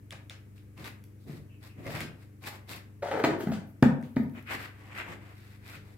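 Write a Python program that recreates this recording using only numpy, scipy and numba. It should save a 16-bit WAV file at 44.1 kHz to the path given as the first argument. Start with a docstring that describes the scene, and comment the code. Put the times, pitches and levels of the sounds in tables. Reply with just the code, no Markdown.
"""Closing a poultry drinker

In a bare brick room a man shuffles over a gritty floor, pushes the creaking plastic dish onto the tank
of a drinker, slaps it home and turns it over, his palms brushing the plastic. The air in the tank rings
lower as the gap under the dish closes. Small things click, a chick peeps faintly, a fan motor hums."""
import sys
import numpy as np
from scipy import signal
from scipy.fft import rfft, irfft, next_fast_len
from scipy.io import wavfile
from scipy.ndimage import uniform_filter1d
from numba import njit

SR = 44100
rng = np.random.default_rng(int(sys.argv[2]) if len(sys.argv) > 2 else 0)


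def transcribe(signal):
    """Save signal, clipped to [-1, 1], as a 16-bit WAV file at the path in sys.argv[1]."""
    frames = np.atleast_2d(signal).T
    limited = np.clip(frames, -1, 1)
    pcm = np.round(limited * 32767).astype(np.int16)
    wavfile.write(sys.argv[1], SR, pcm)


N = 263629
TIME = np.arange(N) / SR


def from_db(db):
    return 10 ** (np.asarray(db) / 20)


def unit_rms(x):
    return x / np.sqrt(np.mean(x ** 2) + 1e-20)


def at_hz(points, hz):
    """Reads a table on a log-frequency axis."""
    table_hz, values = np.transpose(points)
    return np.interp(np.log(hz + 1), np.log(table_hz), values)


def drift(per_s):
    """A smooth random wander with a spread near one."""
    return np.interp(TIME * per_s, np.arange(2000), rng.standard_normal(2000))


def add(track, start_s, sound):
    start = int(start_s * SR)
    track[start:start + len(sound)] += sound[:N - start]


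def convolve(x, response):
    return signal.fftconvolve(np.atleast_2d(x), np.atleast_2d(response), axes=-1)[:, :N]


def highpass(x, hz, order):
    return signal.sosfilt(signal.butter(order, hz, "high", fs=SR, output="sos"), x)


def coloured(x, spectrum):
    """Shapes a steady signal by (freq_hz, gain_db) points; rms 1."""
    size = next_fast_len(x.shape[-1])
    gain = from_db(at_hz(spectrum, np.fft.rfftfreq(size, 1 / SR)))
    return unit_rms(irfft(rfft(x, size) * gain, size)[..., :x.shape[-1]])


def grains(per_s, spread_db):
    """Random tiny slips of uneven size; rms 1."""
    sizes = from_db(spread_db * np.minimum(rng.exponential(1, N), 4)) * rng.standard_normal(N)
    return unit_rms(sizes * (rng.random(N) < per_s / SR))


def burst(spectrum, decay_s):
    """Quickly dying noise, like a dense cluster of high modes; peak 1."""
    t = TIME[:3000]
    sound = coloured(rng.standard_normal(len(t)), spectrum) * np.exp(-t / decay_s)
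    return sound / np.abs(sound).max()


def stroke(start_s, length_s, attack_s, release_s):
    """A gain that swells to 1 by start_s, holds, then dies away."""
    first = int(np.clip((start_s - attack_s) * SR, 0, N))
    last = int(np.clip((start_s + length_s + 10 * release_s) * SR, 0, N))
    t, gain = TIME[first:last] - start_s, np.zeros(N)
    swell = np.clip(t / attack_s + 1, 0, 1) ** 2
    gain[first:last] = swell * np.exp(-np.maximum(t - length_s, 0) / release_s)
    return gain


def strokes(rows, release_s):
    """One gain per level column of (start_s, length_s, attack_s, level_db, ...); powers add."""
    shapes = np.array([stroke(*row[:3], release_s) for row in rows])
    levels = from_db(np.array(rows)[:, 3:].T)
    return np.sqrt(levels ** 2 @ shapes ** 2)


# How alike the room sounds at the microphone's left and right ports: freq_hz, coherence
PORT_COHERENCE = [(100, 0.79), (300, 0.91), (600, 0.54), (1200, 0.036), (15000, 0.026)]
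def diffuse(pair):
    """Two unrelated signals become a sound from all sides: alike in the bass, unlike in the treble."""
    size = next_fast_len(pair.shape[-1])
    alike = np.clip(at_hz(PORT_COHERENCE, np.fft.rfftfreq(size, 1 / SR)), 0, 1)
    mid, side = rfft(pair, size)
    left_right = np.sqrt((1 + alike) / 2) * mid + np.sqrt((1 - alike) / 2) * side * [[1], [-1]]
    return irfft(left_right, size)[:, :pair.shape[-1]]


# Reverberation of the bare brick room: freq_hz, t60_s
ROOM_DECAY = [(100, 0.51), (250, 0.51), (700, 0.53), (2000, 0.36), (5000, 0.27), (14000, 0.22)]
def room_response():
    """Reflections off brick: noise whose octaves die at their own rates; unit gain."""
    t, tail = TIME[:SR], 0
    noise, hz = rfft(diffuse(rng.standard_normal((2, SR)))), np.fft.rfftfreq(SR, 1 / SR)
    octaves = np.arange(6, 15)
    for octave, share in zip(octaves, np.eye(len(octaves))):
        band = irfft(noise * np.interp(np.log2(hz + 1), octaves, share), SR)
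        tail = tail + band * np.exp(-np.log(1000) * t / at_hz(ROOM_DECAY, 2. ** octave))
    spectrum = rfft(tail)
    power = uniform_filter1d(np.mean(np.abs(spectrum) ** 2, axis=0), size=24)
    tail = irfft(spectrum / np.sqrt(power + 1e-12), SR)   # the walls favour no pitch
    window = np.clip((t - .003) / .006, 0, 1) * (t < .9)
    return unit_rms(tail * window) / np.sqrt(SR)


def in_room(x, wet_db):
    """Direct sound plus reflections, which differ for every place in the room."""
    return x + from_db(wet_db) * convolve(x, room_response())


# Fan motor, off to the right of the microphone: pitch_hz, rms_db
FAN_HUM = [(75, -63), (100, -51.5), (124.5, -59), (150.5, -69.5), (175, -71), (199.5, -64.5), (249, -77),
           (300, -67), (422, -74.5), (500, -79.5)]
# Its rush of air, filling the room: freq_hz, gain_db
FAN_RUSH = [(15, -49), (25, -12), (50, 2.5), (78, -5.5), (105, -6), (161, -17), (206, -2.5), (249, -8.5),
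            (309, -5), (384, -11.5), (775, -27), (2280, -27.5), (3520, -39), (14800, -36), (16000, -46)]
def fan():
    """Steady mains hum and rotor tones over a soft rush of air."""
    hum = 0
    for hz, db in FAN_HUM:
        amplitude = np.sqrt(2) * from_db(db + .6 * drift(3))
        phase = 2 * np.pi * hz * TIME + rng.uniform(0, 2 * np.pi) + .1 * drift(2)
        hum = hum + amplitude * np.sin(phase)
    rush = coloured(diffuse(rng.standard_normal((2, N))), FAN_RUSH)
    return hum + from_db(-58) * rush


# A chick across the room: start_s, length_s, start_pitch_hz, level_db
PEEPS = [(1.472, 0.07, 2915, -59.5), (1.674, 0.037, 2900, -56.5)]
def chick():
    """Short, quavering, falling peeps that arrive only by way of the walls."""
    peeps, quaver = np.zeros(N), .07 * drift(700)
    for start_s, length_s, hz, db in PEEPS:
        along = np.linspace(0, 1, int(length_s * SR))
        pitch_hz = hz * (1 - .17 * along + quaver[:len(along)])
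        tone = np.sin(2 * np.pi * np.cumsum(pitch_hz) / SR)
        add(peeps, start_s, from_db(db) * np.sin(np.pi * along) * tone)
    return convolve(peeps, room_response())


# Ticks straight ahead of the microphone: start_s, peak_db
TICKS = [(1.0393, -44), (4.014, -55), (4.223, -67), (4.297, -51.5), (4.4266, -50)]
def ticks():
    """Tiny ticks at the top of the treble."""
    direct = np.zeros(N)
    spectrum = [(3000, -4), (8000, -12), (13000, -3), (16000, -15)]
    for start_s, db in TICKS:
        add(direct, start_s, from_db(db) * burst(spectrum, decay_s=.002))
    return in_room(direct, wet_db=-2)


# Small hard things touching, straight ahead; the row at 3.8268 s is the bright top snap of the palm slapping
# the dish home: start_s, level_db, pitch_hz
CLICKS = [(0.1075, -35, 3300), (0.1257, -44, 5000), (0.2973, -34.5, 3550), (0.58, -52.5, 2600),
          (0.7774, -47, 2560), (0.8428, -40, 3560), (0.886, -46, 2100), (1.867, -35, 2100),
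          (2.0058, -27.5, 2190), (2.009, -36, 3360), (2.026, -47, 2400), (2.439, -43, 2570),
          (2.693, -38.5, 3950), (2.734, -37.5, 2550), (3.8268, -33, 4810), (4.027, -43, 1870),
          (4.386, -50, 1930), (4.915, -51, 1750), (5.7545, -41.5, 2410)]
def clicks():
    """Two modes ring a few cycles under a bright edge; the walls return a broader, duller sound."""
    direct, to_walls = np.zeros((2, N))
    t, rise_s = TIME[:3000], .00077
    swell = (t / rise_s * np.exp(1 - t / rise_s)) ** 2
    band = signal.butter(1, [1120, 4040], "band", fs=SR, output="sos")
    snap = signal.sosfilt(np.vstack([band, band]), signal.unit_impulse(len(t)))
    snap /= np.abs(snap).max()
    edge_spectrum = [(2500, -15), (5000, 0), (10500, -3), (13000, -10)]
    for start_s, db, hz in CLICKS:
        phase = 2 * np.pi * hz * t
        ring = swell * (np.sin(phase) + from_db(-7) * np.sin(.63 * phase))
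        edge_db = 6.5 * np.log2(hz / 4130)   # lower clicks have less edge
        edge = from_db(edge_db) * burst(edge_spectrum, decay_s=.0008)
        add(direct, start_s, from_db(db) * (ring + from_db(1) * edge))
        add(to_walls, start_s, from_db(db) * (from_db(7) * snap + from_db(-1) * edge))
    return direct + convolve(to_walls, room_response())


def sand(per_s, spread_db):
    """Grains slip under a sole, heard from all sides."""
    return diffuse(np.array([grains(per_s, spread_db) for side in "LR"]))


# Resonances of a sole dragging on the floor: pitch_hz, width_hz, gain_db
SOLE_MODES = [(1510, 680, -4.5), (2036, 164, 0), (2410, 410, -5.5)]
def sole_rasp():
    """Sand catches under the sole and sets its resonances ringing; rms 1."""
    catches, rings = sand(per_s=1500, spread_db=1.6), 0
    for k, (hz, width_hz, db) in enumerate(SOLE_MODES):
        mode = signal.lfilter(*signal.iirpeak(hz, hz / width_hz, fs=SR), catches)
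        rings = rings + (-1) ** k * from_db(db) * mode
    band = signal.butter(2, [1100, 3200], "band", fs=SR, output="sos")
    return unit_rms(signal.sosfilt(band, rings))


# Colours of the floor's low scrape, high grit and dull footfall: freq_hz, gain_db
SCRAPE_SPECTRUM = [(210, -0.5), (350, 2.5), (460, -1), (673, 2.5), (824, 1), (1140, 3), (1400, -4),
                   (2060, 1.5), (3160, -9.5), (4510, -24), (6000, -23.5), (7800, -18.5), (13200, -82)]
GRIT_SPECTRUM = [(2500, -13), (3600, 5.5), (4900, 3), (6200, -5.5), (8000, -2.5), (10000, -6), (13000, -1),
                 (15500, -10)]
FOOTFALL_SPECTRUM = [(60, -4), (130, 7.5), (230, 4), (400, -2), (700, -12), (1500, -42.5)]
# Soles drag, a little to the right: start_s, length_s, attack_s, scrape_db, rasp_db, grit_db
SCUFFS = [(.562, 0.018, .01, -88, -69.5, -67.5), (.782, 0.052, 0.028, -53.5, -61, -60),
          (.845, .035, 0.0054, -48.5, -48.5, -51), (1.21, 0.05, 0.037, -90, -91, -73.5),
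          (1.28, 0.098, 0.028, -61, -64.5, -62.5), (1.635, 0.039, 0.044, -58.5, -61.5, -60),
          (1.785, 0.047, 0.052, -61.5, -65, -73), (1.868, 0.013, 0.064, -46.5, -58, -55.5),
          (1.903, 0.063, 0.021, -44, -51, -51), (1.95, 0.07, 0.025, -45.5, -46.5, -51.5),
          (2.215, 0.022, 0.068, -68, -67, -68), (2.44, 0.031, 0.042, -50, -59, -53.5),
          (2.473, 0.0081, 0.028, -41, -44, -42.5), (2.53, 0.032, 0.042, -51.5, -67, -60.5),
          (2.695, 0.083, 0.036, -52.5, -57.5, -55), (2.716, 0.007, 0.056, -46.5, -49.5, -45),
          (4.365, 0.026, 0.045, -52.5, -52.5, -73), (4.482, 0.041, 0.036, -60, -42.5, -59),
          (4.516, 0.033, 0.04, -37.5, -40, -49), (4.605, 0.057, 0.058, -50.5, -45.5, -55),
          (4.8, 0.13, 0.15, -58, -65, -70.5), (4.914, 0.015, 0.038, -51, -52, -74),
          (4.97, 0.022, 0.064, -46.5, -42, -55.5), (4.997, 0.022, 0.051, -42.5, -38.5, -59),
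          (5.085, 0.052, 0.089, -45.5, -64, -61.5), (5.22, 0.11, 0.029, -58.5, -62.5, -70.5),
          (5.37, 0.19, 0.072, -67, -64, -67.5), (5.69, 0.071, 0.12, -56.5, -52.5, -58),
          (5.87, 0.073, 0.094, -63.5, -86, -70)]
# Weight comes down on a foot: start_s, level_db
FOOTFALLS = [(0.805, -46.5), (1.278, -45), (1.325, -48), (1.794, -42.5), (1.866, -39.5), (1.935, -47),
             (2.014, -41.5), (2.7, -51), (4.54, -47), (4.957, -82), (5.096, -46.5), (5.749, -53.5)]
def steps():
    """Soles roll sand over the floor with uneven pressure and land with a soft thud."""
    scrape_gain, rasp_gain, grit_gain = strokes(SCUFFS, release_s=.012)
    hold_s, attack_s = .013, .044
    thud_gain, = strokes([(start_s, hold_s, attack_s, db) for start_s, db in FOOTFALLS], release_s=.058)
    pressure = from_db(.7 * drift(70))
    scrape = coloured(sand(per_s=9000, spread_db=.5), SCRAPE_SPECTRUM)
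    grit = coloured(sand(per_s=2400, spread_db=2.8), GRIT_SPECTRUM)
    thud = coloured(diffuse(rng.standard_normal((2, N))), FOOTFALL_SPECTRUM)
    scuffs = scrape_gain * scrape + rasp_gain * sole_rasp() + grit_gain * grit
    return in_room(pressure * scuffs + thud_gain * thud, wet_db=-5)


# Colour of skin on plastic: freq_hz, gain_db
PALM_SPECTRUM = [(2000, -18), (5000, -4), (8000, -17), (10000, 6), (13000, 5.5), (16000, 4)]
# Palms on the drinker, with little of the room: start_s, length_s, attack_s, level_db
PALM_STROKES = [(3.192, .01, .015, -60), (3.402, .03, .035, -56), (3.485, .05, .03, -63),
                (3.672, .03, .012, -69), (4.03, .11, .03, -72), (4.18, .06, .02, -66),
                (4.32, .09, .02, -70)]
def palms():
    """Dry skin slides over the smooth tank with a thin, grainy hiss."""
    gain, = strokes(PALM_STROKES, release_s=.02)
    hiss = coloured(grains(per_s=1900, spread_db=0), PALM_SPECTRUM)
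    return in_room(gain * hiss, wet_db=-11)


# Rubbed plastic sings, mostly direct to the microphone: start_s, length_s, pitch_hz, level_db
SQUEAKS = [(1.858, .026, 2130, -44.5), (1.88, .018, 670, -43), (1.94, .06, 2330, -51),
           (2.44, .018, 2370, -51), (2.482, .06, 830, -53), (2.735, .045, 2600, -55),
           (3.031, .06, 715, -38), (3.25, .045, 697, -35), (3.518, .01, 650, -37)]
def squeaks():
    """Friction keeps one resonance of the plastic going, rough in pitch and strength."""
    tones, waver = 0, .055 * drift(600)
    grip = unit_rms(from_db(3.5 * drift(250)))
    for start_s, length_s, hz, db in SQUEAKS:
        tone = np.sin(2 * np.pi * np.cumsum(hz * (1 + waver)) / SR)
        tones = tones + from_db(db) * stroke(start_s, length_s, attack_s=.008, release_s=.008) * tone
    return in_room(grip * tones, wet_db=-10.5)


def force_pulse(contact_s):
    """A short push of unit area; a longer, softer contact is duller."""
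    push = TIME[:400] * np.exp(-2 * np.pi * TIME[:400] / contact_s)
    return push / push.sum()


def chatter(length_s):
    """A quick run of tiny touches that favours no pitch."""
    along = TIME[:1200] / length_s
    touches = rng.standard_normal(len(along)) * np.exp(-along ** 2) * (1 - np.exp(-9 * along))
    for _ in range(6):   # flatten the spectrum while keeping the run short
        flat = np.exp(1j * np.angle(rfft(touches, 4096)))
        touches = irfft(flat)[:len(along)] * np.exp(-(along / 2) ** 4)
    return touches


# Modes of the drinker's plastic wall: pitch_hz, width_hz, gain_db
WALL_MODES = [(352, 40, -12), (536, 40, -4), (670, 60, -1), (824, 45, -.5), (915, 60, -2.5),
              (1245, 85, -1.5), (1520, 130, -.5), (1790, 140, -1.5), (2030, 130, -1), (2380, 280, -7.5),
              (3180, 260, -10.5), (3600, 260, -14), (4250, 620, -12)]
def wall_ring(damping_hz):
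    """The plastic wall rings; the hands' pressure tunes and weights the modes anew at each touch."""
    hz, width_hz, db = np.transpose(WALL_MODES)[:, :, None]
    t, width_hz = TIME[:2500], width_hz + damping_hz
    hz = hz * (1 + .023 * rng.standard_normal(hz.shape))
    polarity = (-1) ** np.arange(len(WALL_MODES))[:, None]
    strength = from_db(db + 3 * rng.standard_normal(hz.shape)) * width_hz * polarity
    return np.sum(strength * np.exp(-np.pi * width_hz * t) * np.sin(2 * np.pi * hz * t), axis=0)


def wall_blow(contact_s, chatter_s):
    """The rim chatters against the wall and rings it; as much energy as 5 ms at rms 1."""
    force = np.convolve(chatter(chatter_s), force_pulse(contact_s))
    modes = wall_ring(damping_hz=33000 * contact_s)   # a longer contact also damps the wall
    ring = signal.fftconvolve(modes, force)
    return ring / np.sqrt(np.sum(ring ** 2) / (.005 * SR))


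@njit
def gliding_resonance(x, radians_per_sample, pole_radius):
    """A unit click rings with height 1 at a pitch that may glide."""
    ring, state = np.zeros(len(x)), 0j
    for i in range(len(x)):
        state = state * pole_radius * np.exp(1j * radians_per_sample[i]) + x[i] + 1e-18
        ring[i] = state.real
    return ring


# Air resonance inside the tank as the gap closes, then with the drinker shut: time_s, pitch_hz
AIR_PITCH = [(3.02, 560), (3.10, 600), (3.15, 482), (3.22, 445), (3.245, 310), (3.29, 378), (3.36, 320),
             (3.42, 330), (3.47, 208), (3.75, 220), (3.826, 238), (3.88, 226), (4.166, 244), (4.25, 228)]
def tank_air(push, width_hz):
    """The air in the tank springs against the gap under the dish."""
    pitch_hz = np.interp(TIME, *np.transpose(AIR_PITCH))
    return gliding_resonance(push, 2 * np.pi * pitch_hz / SR, np.exp(-np.pi * width_hz / SR))


# Pace of the creak at the rim: time_s, slips_per_s
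SLIP_RATE = [(3.03, 196), (3.11, 166), (3.15, 117.3), (3.23, 95), (3.27, 140), (3.5, 120)]
def slip_times(start_s, count):
    """The rim holds for an uneven while, then lets go."""
    slips_due = np.cumsum(np.interp(TIME, *np.transpose(SLIP_RATE)) * (TIME >= start_s)) / SR
    waits = np.exp(.35 * rng.standard_normal(count))
    return np.interp(np.cumsum(waits) - waits[0], slips_due, TIME)


# Colour of the dish sliding on the rim: freq_hz, gain_db
RIM_SPECTRUM = [(1500, 11), (3300, 5), (4600, 1.5), (6000, -2), (8000, -3), (10000, -9.5), (16000, -14)]
# The dish is pushed along the rim, a little to the right: start_s, length_s, wall_db, air_db, hiss_db
DISH_SLIDES = [(3.025, 0.055, -43, -46, -46.5), (3.11, 0.076, -35.5, -29.5, -49),
               (3.239, 0.01, -35, -31, -45), (3.275, 0.055, -46, -32.5, -53),
               (3.397, 0.013, -43, -46, -43.5), (3.467, 0.036, -47, -41, -61),
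               (3.517, 0.0077, -61, -45.5, -42)]
def creak():
    """The rim sticks and slips in the dish; every slip shakes both the wall and the air behind it."""
    attack_s, release_s = .003, .026   # the rim breaks free at once and comes to rest gradually
    slides = [(start_s, length_s, attack_s, *levels) for start_s, length_s, *levels in DISH_SLIDES]
    wall_gain, air_gain, hiss_gain = strokes(slides, release_s)
    wall, puffs = np.zeros((2, N))
    times = slip_times(start_s=DISH_SLIDES[0][0], count=100)
    sizes = from_db(2.2 * rng.standard_normal(len(times)))
    for slip_s, size in zip(times, sizes):
        add(wall, slip_s, size * wall_blow(contact_s=.0008, chatter_s=.001))
        add(puffs, slip_s, size * force_pulse(contact_s=.0031))
    creaking = (TIME > times[0]) & (TIME < times[-1])
    air = highpass(tank_air(puffs, width_hz=85), hz=170, order=2)   # broad while the gap still leaks
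    fine_friction = grains(per_s=2500, spread_db=-2)
    drag = convolve(fine_friction, wall_blow(contact_s=.0012, chatter_s=.00058))[0]
    wall = wall_gain * (wall / wall[creaking].std() + from_db(-16) * unit_rms(drag))
    air = air_gain * air / air[creaking].std()
    hiss = hiss_gain * coloured(grains(per_s=1600, spread_db=3.5), RIM_SPECTRUM)
    return in_room(air, wet_db=-1.5) + from_db(-3) * in_room(wall + hiss, wet_db=1.5)


# Colour of the crack of struck plastic: freq_hz, gain_db
CRACK_SPECTRUM = [(900, -15), (2000, -1), (3600, 11.5), (4600, 6.5), (6000, 1), (7700, 2), (10000, -9.5),
                  (13000, -6.5), (16000, -13)]
# Low thud of the knocked tank, with the room's lingering low ring: pitch_hz, gain_db, t60_s
THUD_MODES = [(92, -20, 0.12), (138, 1, 0.035), (143, -4.5, 0.34), (354, -19, 0.2)]
# The plastic is bumped and the dish knocks on the tank, a little to the right of the microphone:
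# start_s, wall_db, air_db, thud_db, contact_s, chatter_s
KNOCKS = [(0.121, -43.5, -36, -48, 0.00019, 0.013), (0.143, -57, -46, -53, 0.00081, 0.0036),
          (0.302, -51, -63, -60, 0.00037, 0.0065), (1.296, -72, -57, -28.5, 0.0015, 0.004),
          (1.862, -49, -19, -53, 0.0027, 0.0043), (1.882, -49, -27, -34, 0.0041, .005),
          (1.943, -45, -34, -33, 0.0021, 0.0056), (3.0225, -43, -18, -60, 0.00051, 0.0028),
          (3.0275, -32, -10, -54, 0.0016, 0.0048), (3.044, -48, -28, -60, 0.001, 0.0015),
          (3.0733, -44, -29, -60, 0.00041, 0.0017), (3.1132, -29.5, -21, -56, 0.00082, 0.0021),
          (3.1215, -34.5, -20, -55, 0.00072, 0.0022), (3.1765, -39, -26, -64, 0.00079, 0.0013),
          (3.141, -44, -20, -60, 0.0012, 0.0022), (3.1615, -39, -19, -59, 0.00092, 0.0025),
          (3.198, -33.5, -17, -62, 0.0009, 0.0031), (3.2384, -20.5, -5, -34, 0.00064, 0.0035),
          (3.2458, -21.5, -22.5, -34.5, 0.00035, 0.0046), (3.306, -39, -28, -29, 0.00062, 0.0049),
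          (3.336, -41, -38, -38, 0.00046, 0.0022), (3.405, -41, -17, -41, 0.0014, 0.0037),
          (3.4696, -36, -12, -55, 0.00082, 0.003), (3.489, -50, -18, -52, 0.0018, 0.003),
          (3.517, -38.5, -18.5, -31.5, 0.0013, 0.003), (3.8252, -18.5, 1.5, -10, 0.0011, 0.0063),
          (4.1615, -36.5, -24.5, -46, 0.00049, 0.0099), (4.1659, -36, -7, -24, 0.00077, 0.0038),
          (4.188, -57, -20.5, -32, 0.0022, 0.0037), (4.248, -54, -27, -35, 0.0022, 0.0045)]
def knocks():
    """Each knock cracks, rings the wall, pumps the air and gives a low thud that lingers in the room."""
    wall, push, crack, thud = np.zeros((4, N))
    t = TIME[:SR // 2]
    slow_push = force_pulse(contact_s=.0041)
    low_ring = sum(from_db(db - 60 * t / t60_s) * np.cos(2 * np.pi * hz * t)
                   for hz, db, t60_s in THUD_MODES)
    for start_s, wall_db, air_db, thud_db, contact_s, chatter_s in KNOCKS:
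        add(wall, start_s, from_db(wall_db) * wall_blow(contact_s, chatter_s))
        add(push, start_s, -from_db(air_db) * slow_push)
        crack_db = wall_db - 9.5 - 2.5 * np.log2(contact_s / .00095)   # softer contacts crack less
        add(crack, start_s, from_db(crack_db) * burst(CRACK_SPECTRUM, decay_s=.0071))
        add(thud, start_s, -from_db(thud_db) * np.convolve(low_ring, slow_push))
    air = tank_air(push, width_hz=44)
    boom, thud = highpass([air, thud], hz=82, order=4)   # a small tank radiates little deep bass
    echo = from_db(-5) * np.interp(TIME - .032, TIME, boom)   # off the facing brick wall
    bass = in_room(boom, wet_db=-.5) + echo + in_room(thud, wet_db=-7)
    return bass + in_room(wall + crack, wet_db=-1.5)


def to_the_right(pair, lag_s):
    """A source to the right reaches the microphone's left port late."""
    left, right = pair
    return np.array([np.roll(left, round(lag_s * SR)), right])


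def scene():
    """Small sounds straight ahead, the drinker and feet a little to the right, the fan further right."""
    ahead = clicks() + ticks() + chick()
    drinker = to_the_right(knocks() + creak() + squeaks() + palms(), lag_s=.00007)
    feet = to_the_right(steps(), lag_s=.00009)
    return ahead + drinker + feet + to_the_right(fan(), lag_s=.00036)


# Left-right balance by frequency: freq_hz, left_minus_right_db
BALANCE = [(60, 1.8), (140, 2.1), (260, 1.2), (520, .5), (1100, 2.3), (2200, 2.8), (4000, .5), (8000, 2.3),
           (13000, 4.5)]
def record(dry):
    """The sound leans slightly left, most in the high treble; the deep bass and the very top are cut."""
    size = next_fast_len(N + 2000)
    lean_db = at_hz(BALANCE, np.fft.rfftfreq(size, 1 / SR))
    heard = irfft(rfft(dry, size) * from_db(lean_db * [[.5], [-.5]]), size)[:, :N]
    top_cut = signal.ellip(10, .2, 80, 15900, fs=SR, output="sos")
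    return signal.sosfilt(top_cut, highpass(heard, hz=55, order=2))


dry = scene()
out = record(dry)
transcribe(out)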